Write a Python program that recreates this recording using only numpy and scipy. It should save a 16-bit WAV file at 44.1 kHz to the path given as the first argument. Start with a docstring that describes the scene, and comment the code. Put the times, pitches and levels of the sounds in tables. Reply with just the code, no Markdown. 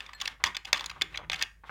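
"""A metal spoon stirs thick paste in a small glass bowl, about three and a half turns a second.
It knocks on the glass, which the paste damps at once, stutters along the wall and rings faintly
as it springs free. The paste smears under the spoon and smacks as air pockets open.
A small hard room answers each click. Behind it the bowl rocks on the table, over a faint mains hum."""
import sys
import numpy as np
from scipy import signal
from scipy.io import wavfile

SR = 44100
rng = np.random.default_rng(int(sys.argv[2]) if len(sys.argv) > 2 else 0)


def file_out(sig):
    """Save sig as 16-bit WAV at sys.argv[1]."""
    # one column per channel
    cols = np.atleast_2d(sig).T
    # limit, then scale
    lim = np.clip(cols, -1, 1)
    pcm = np.round(lim * 32767).astype(np.int16)
    wavfile.write(sys.argv[1], SR, pcm)


N = 74970

# A t60 is the time a sound takes to fade by 60 dB. A colour says which pitches are strong or weak.
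# the spoon hits the glass: start_s, relative_db, body_db, clink_db, edge_db, thump_db, favoured_hz, lift_db
KNOCK_EVENTS = [(0.4393, -17.5, 2.5, 1, 4.5, 5, 4900, -2.5), (0.5675, -31.5, 3, 4.5, 6.5, 16, 5160, 2.5),
                (0.7297, -15.5, -4.5, -0.5, 2.5, -12, 2260, -1), (1.0191, -25, 2.5, 8.5, 5, 24, 3400, 16),
                (1.2983, -25.5, -3, 1, -5, 16.5, 3920, 18.5), (1.4245, -25, -3.5, 4, 6, 3, 4400, 4)]
# the spoon slips along the wall: start_s, length_s, relative_db, body_db, edge_db
SLIP_EVENTS = [(.0045, 0.0022, -41, 5, 3.5), (.063, 0.0031, -47.5, -23, 4), (.091, 0.0045, -44.5, 7.5, -5),
               (0.132, 0.0045, -43.5, -0.5, -2), (0.2006, 0.0056, -42.5, -9, 6.5),
               (0.2122, 0.0077, -36, 11.5, 10.5), (0.255, 0.0036, -34.5, -9, 6),
               (.275, 0.0034, -35.5, 12.5, 10.5), (0.4473, 0.0044, -33, 2.5, 1.5),
               (0.459, 0.0096, -36.5, -6, 10), (0.4628, 0.0052, -43, 23, -12),
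               (0.471, 0.0052, -44.5, 22, 11), (0.5465, 0.0084, -36.5, 6, 1),
               (0.6488, 0.0074, -43, 20.5, 8), (0.7395, 0.0093, -28, 0.5, -4),
               (0.7556, 0.007, -42.5, 13, 7.5), (0.771, 0.0074, -44, 10.5, 14), (0.794, 0.003, -40, 12, 4),
               (0.8077, 0.0011, -40, 17.5, 4.5), (0.842, 0.00044, -43.5, 13, 8),
               (0.86, 0.0013, -42.5, -3, 15), (0.8961, 0.0053, -38.5, 3, 3), (0.912, 0.0034, -42.5, 6.5, 0),
               (1.012, 0.0025, -28.5, -1.5, -8), (1.143, 0.0093, -29, -11, -21),
               (1.1568, 0.0029, -37, 1, -6.5), (1.1739, 0.0017, -33.5, -4, 1.5),
               (1.316, 0.0053, -29.5, -4, -3.5), (1.3302, 0.0063, -30, 6, -0.5),
               (1.3412, 0.0045, -32, -6, -0.5), (1.3568, 0.0067, -41.5, -7, 3),
               (1.389, .007, -42, 2.5, 0.5), (1.411, 0.0068, -28, 2, -5), (1.432, 0.0057, -36, -17.5, 2.5)]
# the spoon springs free: start_s, level_db
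SPOON_RELEASES = [(.133, -55), (.149, -49), (0.569, -53)]
# ringing tones of the spoon: pitch_hz, relative_db, t60_s
SPOON_TONES = [(1750, 0, 0.14), (4215, 2.5, 0.15), (7700, -1, 0.041), (11900, -13.5, .09)]
# ringing tones of the filled bowl: pitch_hz, relative_db, t60_s
BOWL_TONES = [(830, -17, 0.028), (1208, -9, 0.018), (1610, -12.5, 0.049), (1841, -5.5, 0.035),
              (2203, 3, 0.012), (2602, -3.5, 0.016), (3475, -2, 0.015), (4050, -2, 0.0037),
              (4812, -3.5, 0.016), (6120, -12.5, 0.014), (6680, -7, 0.0032)]
# colour of the gritty crack in each contact: pitch_hz, gain_db
CRACK_COLOUR = [(120, -31), (500, -15), (1000, 0.5), (3000, -0.5), (6800, -7.5), (8300, -20), (16000, -28)]
# colour of the whole bowl's thump: pitch_hz, gain_db
BOWL_THUMP_COLOUR = [(90, -14), (300, 14.5)]
# air pockets open in the paste: start_s, relative_db
SMACK_EVENTS = [(0.401, -42.5), (0.6859, -46.5), (0.96, -39.5), (1.1844, -34.5), (1.232, -40), (1.636, -40),
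                (1.6941, -30)]
# colour of their pops: pitch_hz, gain_db
SMACK_COLOUR = [(550, 1), (1000, 10), (8000, -10.5)]
# paste dragged under the spoon: time_s, level_db
DRAG_LEVELS = [(0, -50.5), (.17, -62.5), (.24, -47.5), (.32, -50.5), (.38, -73), (.43, -63.5), (.47, -40.5),
               (.62, -85), (.68, -43.5), (.72, -63.5), (.77, -44.5), (.94, -59), (1.09, -62.5),
               (1.15, -49.5), (1.28, -80), (1.32, -54), (1.41, -46), (1.48, -82.5), (1.62, -82.5),
               (1.67, -55)]
# colour of the smearing paste: pitch_hz, gain_db
SMEAR_COLOUR = [(200, -7), (400, -2.5), (600, -7.5), (1100, 2.5), (2000, 2.5), (2900, -1.5), (3450, 0.5),
                (4300, -8), (6500, -17), (15000, -32.5)]
# the bowl rocks on the table: time_s, level_db
ROCKING_LEVELS = [(.41, -91), (.445, -48.5), (.62, -82), (.78, -62), (.92, -58.5), (1.17, -54),
                  (1.35, -54.5), (1.5, -80)]
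# colour of the table's rumble: pitch_hz, gain_db
RUMBLE_COLOUR = [(35, -21.5), (62, 16), (90, -6), (170, 5.5), (210, -20), (380, -8), (1500, -75)]
# how long the room rings: pitch_hz, t60_s
ROOM_FADE_TIMES = [(700, 0.17), (1700, 0.3353), (3500, 0.2), (9000, 0.4)]
# how much sound the room sends back: pitch_hz, gain_db
ROOM_COLOUR = [(600, -0.5), (1200, -4.5), (2000, -11.5), (2900, -9), (3400, -13), (4200, -20.5)]
# echoes from nearby surfaces: delay_s, gain
NEAR_ECHOES = [(.0019, 0.1), (.0034, 0.062)]
# colour of the room's still air: pitch_hz, gain_db
AIR_COLOUR = [(30, -3.5), (70, 10), (150, 5), (260, -12), (1000, -19.5), (3000, -26), (15000, -29)]

KNOCK_BOOST_DB, SLIP_BOOST_DB, SMACK_BOOST_DB = 23.5, 23.5, 19
THUMP_HZ, THUMP_T60_S, THUMP_DB = 390, 0.015, -39
CRACK_T60_S, CRACK_DB = 0.016, -1.5
BODY_HZ, NEUTRAL_HZ, CLINK_HZ, EDGE_HZ, FAVOUR_OCTAVES = 1082, 2020, 3330, 4500, 0.24
CATCHES_PER_S, SLIP_ENDS_DB = 5000, -0.5  # a slip is a little weaker at both ends
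SLIP_CLINK_DB, CLINK_PER_EDGE = 7.5, 0.63  # a sharper slip also clinks more
POP_HZ, POP_PITCH_SPREAD, POP_T60_S, SMACK_DECAY_S = 1300, 0.44, 0.0033, 0.008
GRAINS_PER_S, GRAIN_SPREAD_DB = 14000, 3.5
FIZZ_HZ, FIZZ_FULL_DB, FIZZ_SLOPE = 3870, -54.5, 0.33  # the fizz grows faster than the drag
HUM_HZ, HUM_DB, AIR_DB = 51, -60, -67
ROOM_BUILD_S, CUTOFF_HZ = 0.0025, 16200


def knocks():
    """The spoon hits the glass hard, each time with a dull thump of the whole bowl."""
    out = np.zeros(N)
    thump = amp(THUMP_DB) * unit(colour(ring([(THUMP_HZ, 0, THUMP_T60_S)]), BOWL_THUMP_COLOUR))
    for start_s, db, body_db, clink_db, edge_db, thump_db, favoured_hz, lift_db in KNOCK_EVENTS:
        touch = glass(body_db, clink_db, edge_db, favoured_hz, lift_db)
        add(out, start_s, amp(db + KNOCK_BOOST_DB) * (touch + amp(thump_db) * thump))
    return out


def glass(body_db, clink_db, edge_db, favoured_hz=NEUTRAL_HZ, lift_db=0, size=4096):
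    """One touch: a short ring and a crack. The spot touched sets the colour and favours some tones."""
    t = np.arange(size) / SR
    tones = np.zeros(size)
    for k, (hz, db, t60) in enumerate(BOWL_TONES):
        closeness = np.exp(-(np.log2(hz / favoured_hz) / FAVOUR_OCTAVES) ** 2)
        tones += (-1) ** k * ring([(hz, db + lift_db * closeness, t60)], size)  # every other tone flips
    crack = colour(rng.standard_normal(size) * dying(t, CRACK_T60_S), CRACK_COLOUR)
    touch = unit(unit(tones) + amp(CRACK_DB) * unit(crack))
    spot = [(BODY_HZ / 2, 0), (BODY_HZ, body_db), (NEUTRAL_HZ, 0), (CLINK_HZ, clink_db), (EDGE_HZ, edge_db)]
    return colour(touch, spot)


def slips():
    """Short scrapes: the spoon catches on the wall many times in a row, and each catch rings the glass."""
    out = np.zeros(N)
    t = np.arange(1024) / SR
    for start_s, length_s, db, body_db, edge_db in SLIP_EVENTS:
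        catches = random_clicks(len(t), CATCHES_PER_S) * (t < length_s)
        catches[0] = 1  # the first touch
        soft_ends = amp(SLIP_ENDS_DB * (2 * np.minimum(t / length_s, 1) - 1) ** 2)
        touch = glass(body_db, SLIP_CLINK_DB + CLINK_PER_EDGE * edge_db, edge_db)
        scrape = signal.fftconvolve(touch, catches * soft_ends)
        add(out, start_s, amp(db + SLIP_BOOST_DB) * np.linalg.norm(touch) * unit(scrape))
    return out


def spoon_ring():
    """The spoon rings thinly when it leaves the glass."""
    out = np.zeros(N)
    for start_s, db in SPOON_RELEASES:
        add(out, start_s, amp(db) * ring(SPOON_TONES, size=16384))
    return out


def smacks(count=32, size=4096):
    """Air pockets open in the paste: each is a bunch of tiny, very short pops around one pitch."""
    out = np.zeros(N)
    for start_s, db in SMACK_EVENTS:
        delays = SMACK_DECAY_S * rng.exponential(1, count)
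        pitches = POP_HZ * np.exp(POP_PITCH_SPREAD * rng.standard_normal(count))
        strengths = rng.standard_normal(count)
        pops = np.zeros(size)
        for delay_s, hz, strength in zip(delays - delays.min(), pitches, strengths):
            add(pops, delay_s, strength * ring([(hz, 0, POP_T60_S)], size=1024))
        add(out, start_s, amp(db + SMACK_BOOST_DB) * unit(colour(pops, SMACK_COLOUR)))
    return out


def smear():
    """Dragged paste makes countless wet clicks: dull when the spoon glides, fizzy when it presses."""
    grains = random_clicks(N, GRAINS_PER_S)
    grains *= amp(GRAIN_SPREAD_DB * np.minimum(rng.exponential(1, N), 3))  # a few stand out
    wet = steady(colour(grains, SMEAR_COLOUR))
    drag = level(DRAG_LEVELS)
    fizz = signal.sosfiltfilt(signal.butter(2, FIZZ_HZ, "high", fs=SR, output="sos"), wet)
    fizz_gain = (drag / amp(FIZZ_FULL_DB)) ** FIZZ_SLOPE
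    return drag * (wet - fizz + fizz * fizz_gain)


def room(x):
    """Hard walls send the sound back: a few close echoes and a short, blurred tail."""
    t = np.arange(SR // 2) / SR
    hz, frame_s, spectrum = signal.stft(rng.standard_normal(len(t)), SR, nperseg=256)
    fade = dying(frame_s, read(ROOM_FADE_TIMES, hz)[:, None])  # each pitch fades at its own speed
    tail = signal.istft(spectrum * fade, SR, nperseg=256)[1][:len(t)]
    response = colour(unit(tail * np.minimum(t / ROOM_BUILD_S, 1)), ROOM_COLOUR)
    response[0] += 1  # the direct sound
    for delay_s, gain in NEAR_ECHOES:
        add(response, delay_s, np.array([gain]))
    return signal.fftconvolve(x, response)[:N]


def background():
    """The table rumbles under the rocking bowl, over mains hum and still air."""
    rumble = steady(colour(rng.standard_normal(N), RUMBLE_COLOUR)) * level(ROCKING_LEVELS)
    hum = amp(HUM_DB) * steady(np.sin(2 * np.pi * (HUM_HZ * np.arange(N) / SR + rng.random())))
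    air = amp(AIR_DB) * steady(colour(rng.standard_normal(N), AIR_COLOUR))
    return rumble + hum + air


def amp(db):
    """Turns decibels into a gain."""
    return 10 ** (np.asarray(db) / 20)


def unit(x):
    """Scales a sound to a total energy of one."""
    return x / np.sqrt(np.sum(x ** 2) + 1e-20)


def steady(x):
    """Scales a sound to an average power of one."""
    return unit(x) * np.sqrt(len(x))


def read(points, hz):
    """Looks up a table's value at any pitch."""
    pitches, values = np.transpose(points)
    return np.interp(np.log(hz + 1), np.log(pitches), values)


def level(points):
    """Gain over time from rows of time_s, level_db."""
    return amp(np.interp(np.arange(N) / SR, *np.transpose(points)))


def add(mix, start_s, sound):
    """Mixes a sound in at a given time."""
    part = mix[max(round(start_s * SR), 0):][:len(sound)]
    part += sound[:len(part)]


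def colour(x, points, size=4096):
    """Turns pitches up or down by rows of pitch_hz, gain_db."""
    log_gain = np.log(amp(read(points, abs(np.fft.fftfreq(size, 1 / SR)))))
    taps = np.fft.ifft(np.exp(np.conj(signal.hilbert(log_gain)))).real  # rings only after a click
    return signal.fftconvolve(x, taps[:size // 2])[:len(x)]


def dying(t, t60):
    """A fade that drops 60 dB every t60 seconds."""
    return np.exp(-np.log(1000) * t / t60)


def ring(tones, size=4096):
    """The fading tones of something struck."""
    t = np.arange(size) / SR
    return sum(amp(db) * dying(t, t60) * np.sin(2 * np.pi * hz * t) for hz, db, t60 in tones)


def random_clicks(size, per_s):
    """Clicks of random strength at random times."""
    return rng.standard_normal(size) * (rng.random(size) < per_s / SR)


def scene():
    """Spoon, bowl and paste in the room, as one channel."""
    stirring = knocks() + slips() + spoon_ring() + smacks() + smear()
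    return (room(stirring) + background())[None]


def record(dry):
    """Cuts away the very highest treble."""
    low_pass = signal.firwin(255, CUTOFF_HZ, window=("kaiser", 8), fs=SR)
    return signal.oaconvolve(dry, low_pass[None], "same")


dry = scene()
out = record(dry)
file_out(out)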